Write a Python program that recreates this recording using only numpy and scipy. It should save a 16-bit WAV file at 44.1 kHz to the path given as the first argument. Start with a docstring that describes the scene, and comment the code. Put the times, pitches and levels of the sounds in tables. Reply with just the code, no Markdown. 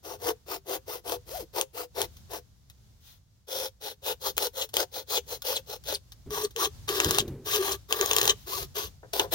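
"""A hacksaw cuts a hollow plastic seat held in one hand, outdoors on a lawn.
Each tooth tears off a chip (a rasp) and plucks the shell (a drumming), faster mid-stroke and slower at
the turns. After a pause the cut goes on, deeper and hissier. Then the seat is turned, and the blade
jams, snaps free and squeaks while the seat groans and bumps. The open air rumbles softly underneath."""
import sys
import numpy as np
from scipy import signal
from scipy.io import wavfile

SR = 44100
rng = np.random.default_rng(int(sys.argv[2]) if len(sys.argv) > 2 else 0)


def generate_wav(signal):
    """Clip the signal to [-1, 1] and save it as 16-bit WAV at the path in sys.argv[1]."""
    frames = np.transpose(np.atleast_2d(signal))
    scaled = np.clip(frames, -1, 1) * 32767
    pcm = np.round(scaled).astype(np.int16)
    wavfile.write(sys.argv[1], SR, pcm)


N = 411894
FREQS = np.fft.rfftfreq(16384, 1 / SR)

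# teeth that catch and break free: start_s, level_db, fade_s (time to die away by 60 dB)
SNAPS = [(0.289, -18, 0.01), (1.6125, -5, 0.0045), (2.017, -5.5, 0.006), (4.368, -19, 0.0036),
         (4.380, -3.5, 0.0031), (4.741, -12, 0.0031), (4.768, -5, 0.0081), (6.563, -16.5, 0.0057),
         (6.890, -13, 0.014), (7.002, -2.5, 0.0038), (7.0464, -2.5, 0.003), (7.1096, -1.5, 0.002),
         (7.147, -12.5, 0.0085), (7.185, -3.5, 0.013), (7.9255, -5, 0.0087), (8.012, -5, 0.0056),
         (8.060, -9, 0.0082), (8.1124, -8, 0.015), (8.133, -8.5, 0.01), (8.165, -4, 0.011),
         (8.1845, -6, 0.0091), (8.214, -6, 0.016), (8.23, -12, 0.0084), (8.255, -6.5, 0.0055),
         (8.277, -4.5, 0.014), (9.134, -17.5, 0.012), (9.196, -8, 0.022)]
# the shell's ringing notes, held three ways: pitch_hz, width_hz, level_db
SHELL_FIRST = [(337.4, 37, -0.5), (417.4, 23.3, 7), (507, 22.6, 8.5), (672, 43, 0.5), (916, 270, -5.5),
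               (1494, 570, -9.5)]
SHELL_SECOND = [(419, 25, 2.5), (503.5, 45, 7), (685, 24, -7.5), (900, 160, -7), (1480, 340, -9)]
SHELL_TURNED = [(405.7, 52, 6.5), (1166, 94, 0), (1740, 430, -5.5)]
# tone of the rasp in a shallow and a deep cut: frequency_hz, level_db
RASP_SHALLOW = [(200, -30), (600, -5), (1650, 1), (2200, -2), (3200, 0), (6400, 0), (7700, -8),
                (10000, -4.5), (13000, .5)]
RASP_DEEP = [(200, -30), (600, -9.5), (1600, -5), (2300, -7), (3400, 3), (4700, -1.5), (6400, -.7),
             (7700, -11), (10000, -7), (13500, -1.5)]


def amp(db):
    return 10 ** (np.asarray(db) / 20)


def unit(x):
    return x / np.sqrt(np.mean(x ** 2) + 1e-20)


def add(mix, start_s, sound):
    part = mix[:, max(round(start_s * SR), 0):][:, :sound.shape[-1]]
    part += sound[..., :part.shape[1]]


def spectrum(points):
    """Join (frequency_hz, level_db) points into a gain for every frequency."""
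    hz, db = np.transpose(points)
    return amp(np.interp(np.log(FREQS + 1), np.log(hz), db))


def colour(x, gain):
    """Shape the tone of x with a filter that rings only after it is struck."""
    log_gain = np.log(np.maximum(np.r_[gain, gain[-2:0:-1]], 1e-5))
    taps = np.fft.ifft(np.exp(np.conj(signal.hilbert(log_gain)))).real[:len(gain)]
    return signal.fftconvolve(x, taps / np.linalg.norm(taps))


def wander(n, hz):
    """A random wobble of size about 1 that changes hz times a second."""
    at = np.arange(n) * hz / SR
    return unit(np.interp(at, np.arange(n), rng.standard_normal(n)))


def burst(fade_s):
    """Noise that starts at once and dies away by 60 dB in fade_s."""
    t = np.arange(SR // 4) / SR
    return rng.standard_normal(len(t)) * amp(-60 * t / fade_s)


def air(swell_db=-3.0):
    """Open air: a low rumble, much alike on both sides, under a faint hiss that is not."""
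    # tone of the air: frequency_hz, level_db
    tone = [(20, -26), (55, 6), (120, 1), (170, -8.5), (330, -22.5), (2500, -34.5), (3600, -29),
            (6500, -29), (8500, -36.5)]
    # loudness of the air: time_s, level_db
    loudness = [(5, -57.5), (8, -50.5)]
    common, left, right = rng.standard_normal((3, N))
    low_pass = signal.butter(1, 350, fs=SR)
    pair = [own + .7 * signal.lfilter(*low_pass, common - own) for own in (left, right)]
    level_db = np.interp(np.arange(N) / SR, *np.transpose(loudness)) + swell_db * wander(N, 8)
    return amp(level_db) * np.array([unit(colour(x, spectrum(tone))[:N]) for x in pair])


def shell_gain(shell, low_hz=290, high_hz=2000, drift=.04):
    """The shell's ringing notes, shifted a little by the grip each time; it is too small for bass."""
    shifts = 1 + drift * rng.standard_normal(len(shell))
    power = sum(amp(db) ** 2 / (1 + (2 * (FREQS - hz * shift) / width) ** 2)
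                for (hz, width, db), shift in zip(shell, shifts))
    return np.sqrt(power / (1 + (low_hz / (FREQS + 1)) ** 16) / (1 + (FREQS / high_hz) ** 6))


def stroke(row, shell, rasp, run_in_s, fastest, drum_db, run_out_s=.057, crawl_hz=320.2, flex_hz=810,
           lurch=.05, slip=.42, smooth_db=-6, flex_db=-5, teeth_db=-14, octave_db=-17, zip_db=-3.5,
           catch_db=14.5, catches_per_s=60, speed_db=4):
    """One pass of the blade: each tooth tears a chip and plucks the shell."""
    start_s, length_s, tooth_hz, force_db, build_db, even = row
    n = int(length_s * SR)
    progress = np.arange(n) / n
    # the teeth bite only while they move; a stuck blade breaks loose at once
    if any(abs(snap_s - start_s) < .025 for snap_s, *_ in SNAPS):
        run_in_s = .012
    ramp = length_s * np.minimum(progress / run_in_s, (1 - progress) / run_out_s)
    moving = np.sin(np.pi / 2 * np.minimum(ramp, 1))
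    push = moving * amp(force_db + build_db * (progress - .5))
    judder = unit(amp(1.5 * wander(n, 178.3)))
    # the arm speeds up and slows down; uneven tearing smears the teeth's note into noise
    swing = np.sin(np.pi * np.interp(progress, [0, fastest, 1], [0, .5, 1])) ** 3
    rate_hz = crawl_hz + (tooth_hz - crawl_hz) * swing
    jitter = 1 + lurch * wander(n, 35) + slip * (1 - even) * wander(n, 900)
    teeth_passed = np.cumsum(rate_hz * jitter) / SR
    note = np.cos(2 * np.pi * teeth_passed) + amp(octave_db) * np.cos(4 * np.pi * teeth_passed)
    teeth = unit(note * amp(2 * wander(n, 400.3)))
    grit = unit(amp(1.5 * wander(n, 1800)) * (0.8 + np.exp(-(teeth_passed % 1) / 0.28)))
    chips, left, right = grit * rng.standard_normal((3, n))
    # single chips crack off louder than the rest
    chips = chips + amp(catch_db) * rng.exponential(1, n) * (rng.random(n) < catches_per_s / SR)
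    # teeth that ride cleanly pluck the shell less; it flutters in the grip
    flutter = unit(amp(1.7 * wander(n, 58.6)))
    pluck = push * moving * amp(drum_db + smooth_db * even) * flutter
    # the shell booms when the tooth rate sweeps through one of its notes
    drum = colour((amp(teeth_db) * even * teeth + chips) * pluck * judder, shell_gain(shell))
    drum *= np.linalg.norm(pluck) / np.linalg.norm(drum)
    # the seat's wall bends with the teeth late in a slow stroke; the blade zips at full speed
    flex = amp(drum_db + flex_db) * even * (progress / fastest) ** 2 * moving
    flex /= 1 + (tooth_hz / flex_hz) ** 8
    drum[:n] += (flex + amp(zip_db) * swing ** 3) * even * teeth * push * judder
    # no two strokes rasp quite alike
    rasp_gain = spectrum(rasp) * amp(2 * wander(len(FREQS), 290.7))
    swell = push * moving * judder * amp(speed_db * even * (swing - .5))
    # chips tear all along the cut, so left and right share only part of the hiss
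    return drum + np.array([colour(unit(chips + own) * swell, rasp_gain) for own in (left, right)])


def snap(db, fade_s, cycles=95):
    """A tooth breaks free with a crack and a crumble; the quicker the break, the brighter it is."""
    # tone of cracking plastic: frequency_hz, level_db
    tone = [(180, -28), (450, -4), (1150, -4), (1900, -8.5), (3000, 6.5), (5000, -5.5), (6500, 2),
            (8000, -6.5), (14000, -3.5)]
    blow = burst(fade_s)
    blow[0] = 3  # the opening crack
    return amp(db) * colour(blow / 2, spectrum(tone) / np.hypot(1, FREQS * fade_s / cycles))


def slide(length_s, db, uneven_db=2):
    """The blade glides in the slot without biting: a faint hiss."""
    n = int(length_s * SR)
    rub = rng.standard_normal((2, n)) * amp(db + uneven_db * wander(n, 36)) * np.sqrt(np.hanning(n))
    return np.array([colour(x, spectrum(RASP_DEEP)) for x in rub])


def tick(db, fade_s=.048):
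    """The blade touches the side of the slot."""
    return amp(db) * colour(burst(fade_s), spectrum(RASP_DEEP))


def squeak(db, fall_octaves, length_s=.028, end_hz=2910, octave_db=-5, chatter_db=3):
    """The pinched blade sticks and slips; the pitch falls as it slows."""
    n = int(length_s * SR)
    hz = end_hz * 2 ** np.linspace(fall_octaves, 0, n) * (1 + .12 * wander(n, 2000))
    phase = 2 * np.pi * np.cumsum(hz) / SR
    grab = np.sqrt(np.hanning(n)) * unit(amp(chatter_db * wander(n, 480)))
    return amp(db) * grab * (np.sin(phase) + amp(octave_db) * np.sin(2 * phase))


def bumps():
    """The seat bends and bumps in the hand: dull thuds, alike on both sides."""
    # thuds of the seat: start_s, level_db, fade_s
    thuds = [(6.261, -42.5, 0.82), (7.056, -28.5, 0.35), (7.197, -33.5, 0.69), (7.279, -36, 0.59)]
    # tone of a thud: frequency_hz, level_db
    tone = [(30, -1), (70, 9), (135, 10.5), (200, 1.5), (400, 5), (700, -15.5), (6000, -37)]
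    out = np.zeros((2, N))
    for start_s, db, fade_s in thuds:
        add(out, start_s, amp(db) * colour(burst(fade_s), spectrum(tone)))
    return out


def groan(hz, db, length_s=.045, waver=.022):
    """The blade sticks and slips in step with the seat's wall: a short, swelling hoot."""
    n = int(length_s * SR)
    phase = 2 * np.pi * np.cumsum(hz * (1 + waver * wander(n, hz))) / SR
    return amp(db) * np.hanning(n) * np.sin(phase)


def knock(db, shell, fade_s=.13):
    """The saw hits the hollow shell and makes it ring."""
    return amp(db) * colour(burst(fade_s), shell_gain(shell))


def echoes(pair, fade_s, low_hz):
    """A dying spray of echoes above low_hz, different on each side."""
    high_pass = signal.butter(2, low_hz, "high", fs=SR)
    tails = [signal.lfilter(*high_pass, burst(fade_s)) for _ in pair]
    return np.array([signal.fftconvolve(x, tail / np.linalg.norm(tail))[:N]
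                     for x, tail in zip(pair, tails)])


def yard(pair, near_db=-8, wall_db=-31, left_db=3, right_db=-1, right_delay_s=.0002):
    """The saw is to the left; nearby things scatter its sound and the house wall answers faintly."""
    late_right = np.r_[np.zeros(round(right_delay_s * SR)), pair[1]][:N]
    direct = np.array([pair[0], late_right])
    near = amp(near_db) * echoes(pair, fade_s=.068, low_hz=463)
    wall = amp(wall_db) * echoes(pair, fade_s=.35, low_hz=200)
    return (direct + near + wall) * amp([[left_db], [right_db]])


def sawing():
    """All the sounds of the saw, for one hold on the seat after another."""
    # passes of the blade: start_s, length_s, top_tooth_rate_hz, middle_force_db, force_build_db,
    # evenness (0 tears at random, 1 rides cleanly and zips)
    strokes = [(0.02, 0.17, 1000, -42.5, -13, 0.55), (0.17, 0.16, 900, -37.5, 32, 0.16),
               (0.450, 0.15, 1304, -38.5, -2, 0.72), (0.639, 0.15, 1000, -36, 19, .35),
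               (0.854, 0.16, 1321, -39.5, -10, 0.77), (1.029, 0.15, 1057, -35, 8.5, 0.34),
               (1.248, 0.21, 675, -42.5, 0.5, 0.94), (1.523, 0.13, 1091, -33.5, -5, 0.37),
               (1.722, 0.15, 1315, -38.5, -6, 0.81), (1.937, 0.14, 1000, -33.5, -4, 0.35),
               (2.275, 0.135, 999, -40.5, 4.5, 0.65), (3.462, 0.24, 650, -35, 2, 0.084),
               (3.795, 0.16, 851.6, -39.5, -9.5, 0.45), (4.009, 0.14, 900, -32, 17, 0.26),
               (4.190, 0.14, 1120, -32.5, 9, 0.67), (4.363, 0.13, 902, -30.5, 16.5, 0.33),
               (4.521, 0.15, 950, -34.5, 7, 0.38), (4.73, 0.12, 899, -29, 21.5, 0.13),
               (4.905, 0.14, 949, -37.5, -7, 0.37), (5.057, 0.15, 950, -30.5, 17, 0.48),
               (5.253, 0.14, 903, -38, -1, 0.34), (5.428, 0.19, 843, -32, -18, 0.32),
               (5.65, 0.14, 907, -39.5, 0, 0.4), (5.84, 0.15, 867, -33.5, -14, 0.3),
               (6.294, 0.19, 1153, -34, 2, 0.69), (6.556, 0.13, 1350, -29, 19, 0.8),
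               (6.874, 0.365, 593, -32, 0.5, 0.23), (7.439, 0.17, 1805, -29, 12, 0.66),
               (7.575, 0.2, 956, -32.5, 3, 0.47), (7.878, 0.465, 650, -33, 8, .15),
               (8.45, 0.22, 1200, -35.3, 4, .88), (8.738, 0.17, 1390, -36.5, -15.5, 0.46),
               (9.127, 0.15, 1200, -36, -14, 0.36), (9.305, 0.12, 878, -22.5, -2.5, 0.12)]
    # the blade gliding: start_s, length_s, level_db
    slides = [(2.1, 0.13, -61.5), (2.99, 0.2, -58), (8.33, 0.16, -59)]
    # light touches of the blade: start_s, level_db
    ticks = [(2.168, -47), (2.699, -46), (4.690, -44.5), (5.420, -32.5), (5.838, -45), (6.12, -41),
             (6.508, -47), (7.279, -43)]
    # the cut pinching the blade: start_s, level_db, fall_octaves
    squeaks = [(4.608, -29, 0.42), (5.16, -24.5, 0.3), (5.555, -27.5, 0.68), (5.936, -30, 1.26),
               (6.433, -30, 1.85), (6.636, -26, 0.71), (7.186, -24, 0.58), (7.532, -24.5, 0.31),
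               (7.712, -29.5, 1.56), (8.286, -16, 0.29)]
    # the blade jamming: start_s, pitch_hz, level_db
    groans = [(6.307, 417, -30.5), (6.425, 424, -23.5), (6.552, 453, -30), (7.583, 376, -22.5),
              (7.995, 391, -26.5)]
    # the saw hitting the shell: start_s, level_db
    knocks = [(9.03, -45), (9.197, -23.5), (9.238, -36)]
    # holds on the seat: start_s, shell table, rasp table, run_in_s,
    # fastest point (share of the stroke), drum_db (drumming over the rasp)
    holds = [(0, SHELL_FIRST, RASP_SHALLOW, .07, .52, 3), (2.45, SHELL_SECOND, RASP_DEEP, .07, .5, -3.7),
             (6.05, SHELL_TURNED, RASP_DEEP, .04, .43, -.7), (8.4, SHELL_TURNED, RASP_DEEP, .04, .42, -3),
             (8.95, SHELL_FIRST, RASP_DEEP, .04, .4, -1)]
    events = (slides, slide), (SNAPS, snap), (ticks, tick), (squeaks, squeak), (groans, groan)
    ends = [hold[0] for hold in holds[1:]] + [np.inf]
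    out = np.zeros((2, N))
    for (begin, shell, *settings), end in zip(holds, ends):
        cut = np.zeros((2, N))
        for row in strokes:
            start_s, length_s = row[:2]
            if begin <= start_s + length_s / 2 < end:
                add(cut, start_s, stroke(row, shell, *settings))
        for table, sound in events:
            for start_s, *shape in table:
                if begin <= start_s < end:
                    add(cut, start_s, sound(*shape))
        for start_s, db in knocks:
            if begin <= start_s < end:
                add(cut, start_s, knock(db, shell))
        out += yard(cut)
    return out


def scene():
    return sawing() + bumps() + air()


def record(dry):
    """Cut off the very highest treble."""
    low_pass = signal.firwin(511, 16100, window=("kaiser", 9), fs=SR)
    return signal.oaconvolve(dry, low_pass[None], "same")


dry = scene()
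out = record(dry)
generate_wav(out)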